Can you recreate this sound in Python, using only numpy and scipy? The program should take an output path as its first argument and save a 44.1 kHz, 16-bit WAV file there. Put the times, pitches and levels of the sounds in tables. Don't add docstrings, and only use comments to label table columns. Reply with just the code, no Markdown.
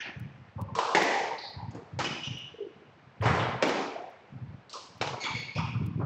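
import sys
import numpy as np
from scipy import signal
from scipy.fft import rfft, irfft, next_fast_len
from scipy.io import wavfile
from scipy.ndimage import uniform_filter1d

SR = 44100
rng = np.random.default_rng(int(sys.argv[2]) if len(sys.argv) > 2 else 0)


def digitize_waveform(pressure):
    field = np.atleast_2d(pressure).T
    bounded = np.clip(field, -1, 1)
    quanta = np.round(bounded * 32767).astype(np.int16)
    wavfile.write(sys.argv[1], SR, quanta)


N = 266805
TAIL = int(1.6 * SR)
AGE = np.arange(TAIL) / SR
FFT_SIZE = 2 ** 17
FFT_HZ = np.arange(FFT_SIZE // 2 + 1) * SR / FFT_SIZE
CUTOFF_HZ = 8500

# (frequency [Hz], time to fall 60 dB [s])
COURT_T60 = [(100, 0.47), (260, 0.86), (500, 1.37), (850, 1.71), (1300, 1.43), (2000, 1.546), (3000, 1.42),
             (4500, 1.2), (8000, 1.176)]
# (frequency [Hz], level [dB])
SUPPRESSOR_THRESHOLD = [(60, -25), (150, -29.5), (400, -28), (800, -21), (1500, -27), (1800, -27.5),
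                        (2050, -27.5), (2350, -31.5), (3000, -33.5), (5000, -46.5), (8000, -47.5)]
# (time [s], click height [dB])
TICKS = [(0.1973, -38.5), (0.615, -31.5), (1.0331, -26), (1.501, -51), (2.3838, -43), (3.2166, -41),
         (3.6812, -31.5), (4.0995, -54), (4.979, -51), (5.4, -42), (5.8633, -35)]
# (frequency [Hz], gain [dB])
VENTILATION_SPECTRUM = [(25, -48.5), (50, -45.5), (85, -30.5), (130, -29.5), (300, -34), (800, -31.5),
                        (2200, -38.5), (4200, -51), (7000, -60.5)]
# (time [s], decay scale [s], centre [Hz], bandwidth [octaves], relative level [dB])
NOISE_BURSTS = [(0, 0.015, 1680, 0.68, -37.5), (0, 0.027, 2730, 0.62, -43.5), (0, 0.015, 5660, 0.43, -52),
                (0, 0.077, 4050, 0.54, -55.5), (0.034, 0.054, 1910, 1.34, -41),
                (.01, 0.095, 734, 0.88, -46.5), (0.051, 0.055, 290, 1.2, -48.5),
                (0.574, 0.04, 936, 0.57, -40.5), (0.579, 0.018, 535, 0.53, -44),
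                (0.678, 0.0094, 970, 0.73, -40.5), (1.381, 0.012, 4250, 0.49, -44.5),
                (1.399, 0.092, 4150, 0.45, -48.5), (1.576, 0.05, 862, 0.41, -43.5),
                (1.994, 0.021, 1030, 1.22, -34.5), (2.114, 0.015, 1000, 1.9, -42.5),
                (3.209, 0.0099, 1025, 2.8, -38.5), (3.221, 0.011, 720, 1.5, -33),
                (3.253, 0.011, 615, 3.1, -23.5), (3.273, 0.019, 1580, 1.25, -30.5),
                (3.391, 0.012, 2690, 0.89, -37.5), (4.735, 0.029, 1055, 0.69, -39.5),
                (4.745, 0.024, 534, 0.55, -48), (5.128, 0.015, 550, 2.7, -36.5),
                (5.232, 0.068, 1077, 0.87, -40.5), (5.237, 0.03, 293, 0.9, -44.5),
                (5.546, 0.061, 5310, 0.27, -53.5), (5.55, 0.0057, 3170, 1, -55),
                (5.551, 0.024, 700, 1, -40.5), (5.572, 0.034, 990, 1.18, -34.5),
                (5.638, 0.017, 1085, 0.65, -41), (5.745, 0.017, 1150, 0.8, -43),
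                (5.807, 0.021, 242, 1.5, -39), (5.96, 0.068, 320, 1.36, -41.5),
                (5.988, 0.055, 882, 1.4, -38.5)]
# (time [s], length [s], pitch [Hz], pitch fall [fraction], echo level [dB],
# second harmonic [dB], third harmonic [dB], pitch jitter [fraction], rasp [fraction])
SQUEAKS = [(2.04, 0.025, 2546, 0.036, -40.5, -7.5, -25, 0.016, 0.45),
           (2.042, 0.036, 2953, 0.018, -37.5, -14.5, -14.5, 0.045, 0.32),
           (2.223, 0.083, 2470, 0.024, -54, -30, -44, 0.025, 0.31),
           (2.229, 0.056, 2968, 0.024, -37.5, -13, -41, 0.028, 0.5),
           (2.253, 0.033, 3460, 0.023, -53, -15, -43, 0.056, 0.7),
           (2.368, 0.03, 2948, 0.0082, -46.5, -27, -44, 0.011, 0.22),
           (5.2, 0.047, 2220, 0.0407, -38, -5, -8, 0.015, 0.59),
           (5.229, 0.057, 2297, 0.03, -36, -11, -15.5, 0.037, 1),
           (5.232, 0.046, 3462, 0.019, -39.5, -20, -19, 0.051, 0.42),
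           (5.337, 0.078, 2279, 0.0557, -38, -8.5, -23, 0.026, 0.62),
           (5.546, 0.072, 2559, 0.018, -37, -13.5, -19, 0.097, 0.77),
           (5.561, 0.062, 3410, 0.022, -47, -28, -39, 0.026, 0.33)]
# (time [s], toe level [dB], floor pitch [Hz], heel-to-toe time [s],
# heel relative to toe [dB], rebound loss [dB])
FOOTFALLS = [(0.158, -28, 122.5, 0.039, -5, 8), (0.379, -36, 113.6, 0.033, -7, 13),
             (.556, -24, 100.3, 0.051, -8.5, 8.5), (0.716, -50.5, 130.6, 0.026, 16.5, 11.5),
             (1.559, -28.5, 100, 0.064, -4, 2.5), (1.734, -51, 161, 0.045, 9, 23.5),
             (1.926, -32, 112, 0.031, 1.5, 14), (2.063, -32, 144, 0.034, -4, 28),
             (2.267, -31.5, 120.6, 0.029, -1, 6), (3.053, -56, 132, 0.1, 7, -8),
             (3.2, -14, 105.7, 0.047, -7, -2), (3.395, -31.5, 118.4, 0.076, 7, 4),
             (4.321, -35, 138, 0.029, 0, 5.5), (4.413, -38, 110, 0.064, 7, 3),
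             (4.877, -42, 108, 0.071, 0.5, 22.5), (4.997, -34.5, 124, 0.055, 3, 1),
             (5.296, -32, 120, 0.042, -5, 6.5), (5.55, -21.5, 116, 0.029, -9, 4),
             (5.72, -24, 116, 0.028, -5, 2), (5.83, -27, 115, 0.038, 1.5, 7),
             (5.949, -29, 110.2, 0.028, 4, -2.5)]
# (time [s], level [dB], pitch [Hz], relative wall echo [dB])
HOLLOW_TONES = [(1.155, -22.5, 791, -2.5), (1.310, -25, 922, -13), (2.538, -36.5, 452, 1),
                (2.602, -28.5, 426, -5), (2.619, -29.5, 414, -10), (2.659, -34.5, 351, -6.5),
                (3.956, -27, 690, -10), (4.036, -30, 740, -10), (4.063, -37.5, 780, -8.5),
                (5.262, -28, 887, -2), (5.362, -35.5, 480, -7)]
# (time [s], level [dB], pitch [Hz])
PANEL_KNOCKS = [(.977, -15.5, 853), (3.628, -16, 390), (3.666, -25, 346), (5.022, -26, 778),
                (5.135, -38, 527)]
# (delay [s], relative gain [dB])
FRONT_WALL_PATHS = [(.0005, 27.4), (.0027, 21.2), (.0058, 15), (0.0122, 20.7), (0.027, 12)]
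MID_COURT_PATHS = [(.0015, 15.5), (.007, 5)]
# (frequency [Hz], gain [dB])
WALL_SPECTRUM = [(140, 6.5), (330, 3), (750, -0.5), (1300, -0.5), (2100, -6), (4500, -13.5), (7000, -18),
                 (9000, -28)]
RACKET_SPECTRUM = [(140, -12), (330, -2.5), (750, 2), (1300, -3), (2100, -8.5), (4500, -17), (7000, -24)]
# (frequency [Hz], bandwidth [Hz], lift [dB])
BALL_ON_WALL_MODES = [(510, 410, 5.7), (802, 144, 6.3), (2250, 580, 4), (2990, 160, 3.4)]
STRING_MODES = [(460, 64, 8), (1070, 810, 4.5), (2950, 400, 1.5)]
# (time [s], gain [dB], body [dB], crack [dB],
# bass cut [Hz], path gain [dB], ring [Hz], ring lift [dB], second ring [Hz], second ring lift [dB],
# wall echo delay [s], wall echo gain [dB])
WALL_SMACKS = [(.9485, -15, 1.5, 6.5, 245, -1.5, 1940, 10, 1270, -6.5, 0.072, 19),
               (.969, -24, 4, 6, 254, 2, 1925, 8.5, 900, 8.5, 0.037, 18),
               (1.989, -21.5, -6.5, 4, 111, -9.5, 327, 10, 1980, 3, 0.055, 15),
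               (3.6245, -15, 0, 1, 170, -1.5, 271, 5.5, 560, -1.5, .069, 16),
               (5.0125, -22, -6, 3, 199, -3, 956, 9, 520, 0, 0.062, 16)]
RACKET_STROKES = [(.750, -14, -2.5, 5, 274, -1, 1090, 6.5, 1910, -4.5, 0.038, 19),
                  (1.708, -31, 0, -1, 114, 5, 293, 13, 7000, 8.5, 0.04, 19.5),
                  (3.222, -13.5, 1.5, 3.5, 90.6, -7, 475, -1.5, 2000, 6, .0345, 14),
                  (4.694, -27.5, -5.5, 13.5, 195, -1.5, 2690, 3, 1770, -8, 0.037, 17)]


def from_db(db):
    return 10 ** (np.asarray(db) / 20)


def at_hz(points, hz):
    known_hz, values = np.transpose(points)
    return np.interp(np.log(np.maximum(hz, 1)), np.log(known_hz), values)


def add(track, s, sound):
    start = int(np.clip(round(s * SR), 0, N - 1))
    track[start:start + len(sound)] += sound[:N - start]


def band(x, low_hz, high_hz, order=2):
    return signal.sosfilt(signal.butter(order, [low_hz, high_hz], "band", fs=SR, output="sos"), x)


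def colour(x, curve_db):
    cepstrum = irfft(np.log(from_db(curve_db)))
    cepstrum[1:FFT_SIZE // 2] *= 2
    cepstrum[FFT_SIZE // 2 + 1:] = 0
    return irfft(rfft(x, FFT_SIZE) * np.exp(rfft(cepstrum)))[:TAIL]


def suppress(x, depth_db, knee_db, memory, width_octaves):
    size = 512
    hz, _, cells = signal.stft(x, SR, nperseg=size)
    octave = np.log2(hz + 2 * hz[1])
    neighbours = np.exp(-((octave[:, None] - octave) / width_octaves) ** 2)
    neighbours /= neighbours.sum(axis=1, keepdims=True)
    power = neighbours @ np.abs(cells) ** 2 * size / 1.5
    smoothed = signal.lfilter([1 - memory], [1, -memory], power, axis=1)
    over_db = 10 * np.log10(smoothed + 1e-14) - at_hz(SUPPRESSOR_THRESHOLD, hz)[:, None]
    closed = 0.5 - 0.5 * np.tanh(over_db / knee_db)
    return signal.istft(cells * from_db(-depth_db * closed), SR)[1][:N]


def compress(x, threshold_db, slope, release_db_s, attack_s):
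    level_db = 10 * np.log10(np.abs(uniform_filter1d(x ** 2, size=220)) + 1e-12)
    ramp = release_db_s * np.arange(N) / SR
    peak_db = np.maximum.accumulate(level_db + ramp) - ramp
    over_db = np.maximum(peak_db - threshold_db, 0)
    memory = np.exp(-1 / (attack_s * SR))
    return x * from_db(-slope * signal.lfilter([1 - memory], [1, -memory], over_db))


def ticks(gap_s):
    out = np.zeros(N)
    for s, db in TICKS:
        add(out, s, from_db([db]))
        add(out, s + gap_s, -from_db([db]))
    return out


def ventilation():
    size = next_fast_len(N)
    hz = np.arange(size // 2 + 1) * SR / size
    white = rfft(rng.standard_normal(size))
    return irfft(white * from_db(at_hz(VENTILATION_SPECTRUM, hz)), size)[:N]


def court_tail(build_s):
    hz, s, cells = signal.stft(rng.standard_normal(TAIL), SR, nperseg=512)
    decay = from_db(-60 * s / at_hz(COURT_T60, hz)[:, None])
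    build_up = 1 - np.exp(-(AGE / build_s) ** 2)
    return signal.istft(cells * decay, SR)[1][:TAIL] * build_up


def in_court(x, direct_db, build_s):
    unit = x / np.sqrt(np.sum(x ** 2))
    response = court_tail(build_s)
    response[0] += from_db(direct_db)
    return signal.fftconvolve(unit, response)[:TAIL]


def noise_bursts(dry_db, echo_db):
    out = np.zeros(N)
    for s, decay_s, hz, octaves, db in NOISE_BURSTS:
        low, high = hz * 2 ** (-octaves / 2), hz * 2 ** (octaves / 2)
        noise = band(band(rng.standard_normal(TAIL), low, high), low, high)
        envelope = 2 * AGE / decay_s * np.exp(1 - 2 * AGE / decay_s)
        burst = envelope * noise / noise.std()
        echo = in_court(burst, direct_db=-14.5, build_s=0.0017)
        add(out, s, from_db(db + dry_db) * burst + from_db(db + echo_db) * echo)
    return out


def squeaks(direct_db, build_s):
    out = np.zeros(N)
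    wobble_depth, wobble_hz = 0.0094, 23.7
    for s, length, hz, fall, db, second_db, third_db, jitter, rasp in SQUEAKS:
        progress = np.linspace(0, 1, int(length * SR))
        slow_noise = uniform_filter1d(rng.standard_normal((2, SR // 4)), size=32, axis=1)
        waver, grip = slow_noise[:, :len(progress)]
        wobble = wobble_depth * np.sin(2 * np.pi * (wobble_hz * length * progress + rng.random()))
        pitch_hz = hz * (1 - fall * progress + wobble) * (1 + jitter * waver / waver.std())
        phase = 2 * np.pi * np.cumsum(pitch_hz) / SR
        harmonics = from_db([0, second_db, third_db])
        tone = sum(gain * np.sin(k * phase) for k, gain in enumerate(harmonics, 1))
        envelope = (1 + rasp * grip / grip.std()) * signal.windows.tukey(len(progress), 0.3)
        squeak = band(tone * envelope, 0.69 * hz, CUTOFF_HZ)
        add(out, s, from_db(db) * in_court(squeak, direct_db, build_s))
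    return out


def thuds(events, swell_s, knock_db, echo_db, low_hz, spot_count):
    spots = np.zeros((spot_count, N))
    age = AGE[:SR // 4]
    swell = (age / swell_s * np.exp(1 - age / swell_s)) ** 2
    for k, (s, db, hz) in enumerate(events):
        mode = np.sin(2 * np.pi * hz * age)
        noise = band(rng.standard_normal(len(age)), 0.73 * hz, 1.674 * hz)
        knock = from_db(knock_db) * noise / noise.std()
        add(spots[k % spot_count], s, from_db(db) * swell * (mode + knock))
    out = spots.sum(axis=0)
    for spot in spots:
        tail = court_tail(build_s=0.009)
        tail /= np.sqrt(np.sum(tail ** 2))
        out += from_db(echo_db) * signal.fftconvolve(spot, tail)[:N]
    return band(out, low_hz, 1100)


def footfalls(rebound_s, rebound_pitch_ratio):
    contacts = []
    for s, db, hz, roll_s, heel_db, loss_db in FOOTFALLS:
        heel = (s, db + heel_db, hz)
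        toe = (s + roll_s, db, hz)
        rebound = (s + roll_s + rebound_s, db - loss_db, hz * rebound_pitch_ratio)
        contacts += [heel, toe, rebound]
    return thuds(contacts, swell_s=0.01, knock_db=-8, echo_db=1.5, low_hz=83, spot_count=4)


def hollow_tones(echo_s):
    tones = []
    for s, db, hz, echo_db in HOLLOW_TONES:
        tones += [(s, db, hz), (s + echo_s, db + echo_db, hz)]
    return thuds(tones, swell_s=0.0067, knock_db=-35.5, echo_db=-7, low_hz=250, spot_count=2)


def panel_knocks():
    return thuds(PANEL_KNOCKS, swell_s=0.0035, knock_db=-5, echo_db=-10, low_hz=200, spot_count=1)


def blows(rows, spectrum, modes, paths, build_s, scatter_db, scatter_s, ring_q, thin_hz, early_tail_db):
    out = np.zeros(N)
    body = 1 / (1 + (FFT_HZ / 1060) ** 4)
    crack = 1 - 1 / (1 + (FFT_HZ / 3090) ** 4)
    thin_click = signal.lfilter(*signal.butter(1, thin_hz, "high", fs=SR), signal.unit_impulse(SR // 100))
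    arrivals = np.zeros(SR // 10)
    for delay_s, db in paths:
        add(arrivals, delay_s, from_db([db]) * (thin_click if delay_s < 0.02 else 1))
    for (s, db, body_db, crack_db, bass_hz, path_db,
         ring_hz, ring_db, second_hz, second_db, echo_s, echo_db) in rows:
        clear = from_db(path_db) * arrivals
        add(clear, echo_s, from_db([echo_db]))
        scatter = from_db(scatter_db) * rng.standard_normal(TAIL) * np.exp(-AGE / scatter_s)
        scatter[0] = 1
        tail = court_tail(build_s) * from_db(early_tail_db * (AGE < echo_s))
        response = signal.fftconvolve(clear, scatter)[:TAIL] + tail
        rings = [*modes, (ring_hz, ring_hz / ring_q, ring_db), (second_hz, second_hz / ring_q, second_db)]
        lift_db = sum(lift / (1 + (2 * (FFT_HZ - hz) / width) ** 2) for hz, width, lift in rings)
        bass_cut_db = 10 * np.log10(1 + (bass_hz / (FFT_HZ + 1)) ** 6)
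        tone_db = at_hz(spectrum, FFT_HZ) - bass_cut_db + body_db * body + crack_db * crack
        add(out, s, colour(response, db + tone_db + lift_db))
    return out


def wall_smacks():
    return blows(WALL_SMACKS, WALL_SPECTRUM, BALL_ON_WALL_MODES, FRONT_WALL_PATHS, build_s=0.0036,
                 scatter_db=-13.5, scatter_s=0.006, ring_q=4.86, thin_hz=250, early_tail_db=0)


def racket_strokes():
    return blows(RACKET_STROKES, RACKET_SPECTRUM, STRING_MODES, MID_COURT_PATHS, build_s=0.01,
                 scatter_db=-15.5, scatter_s=0.011, ring_q=2.7, thin_hz=1800, early_tail_db=-7)


def scene():
    hits = racket_strokes() + wall_smacks() + panel_knocks()
    feet = footfalls(rebound_s=0.05, rebound_pitch_ratio=1.118)
    tones = hollow_tones(echo_s=0.042)
    bursts = noise_bursts(dry_db=4.5, echo_db=-3.5)
    soles = squeaks(direct_db=33.5, build_s=0.035)
    return (hits + feet + tones + bursts + soles + ventilation())[None]


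def record(dry):
    clip_level, tick_stop_hz = 0.27, 16500
    quiet = suppress(dry[0], depth_db=17, knee_db=7, memory=0.67, width_octaves=0.22)
    held = compress(quiet, threshold_db=-28.5, slope=0.36, release_db_s=92.5, attack_s=0.00074)
    trimmed = band(held, low_hz=55, high_hz=7000, order=4)
    rounded = trimmed / (1 + (trimmed / clip_level) ** 4) ** 0.25
    narrow = signal.sosfilt(signal.cheby2(12, 50, CUTOFF_HZ + 620, fs=SR, output="sos"), rounded)
    ticking = narrow + ticks(gap_s=0.0045)
    return signal.sosfilt(signal.cheby2(14, 60, tick_stop_hz, fs=SR, output="sos"), ticking)[None]


dry = scene()
out = record(dry)
digitize_waveform(out)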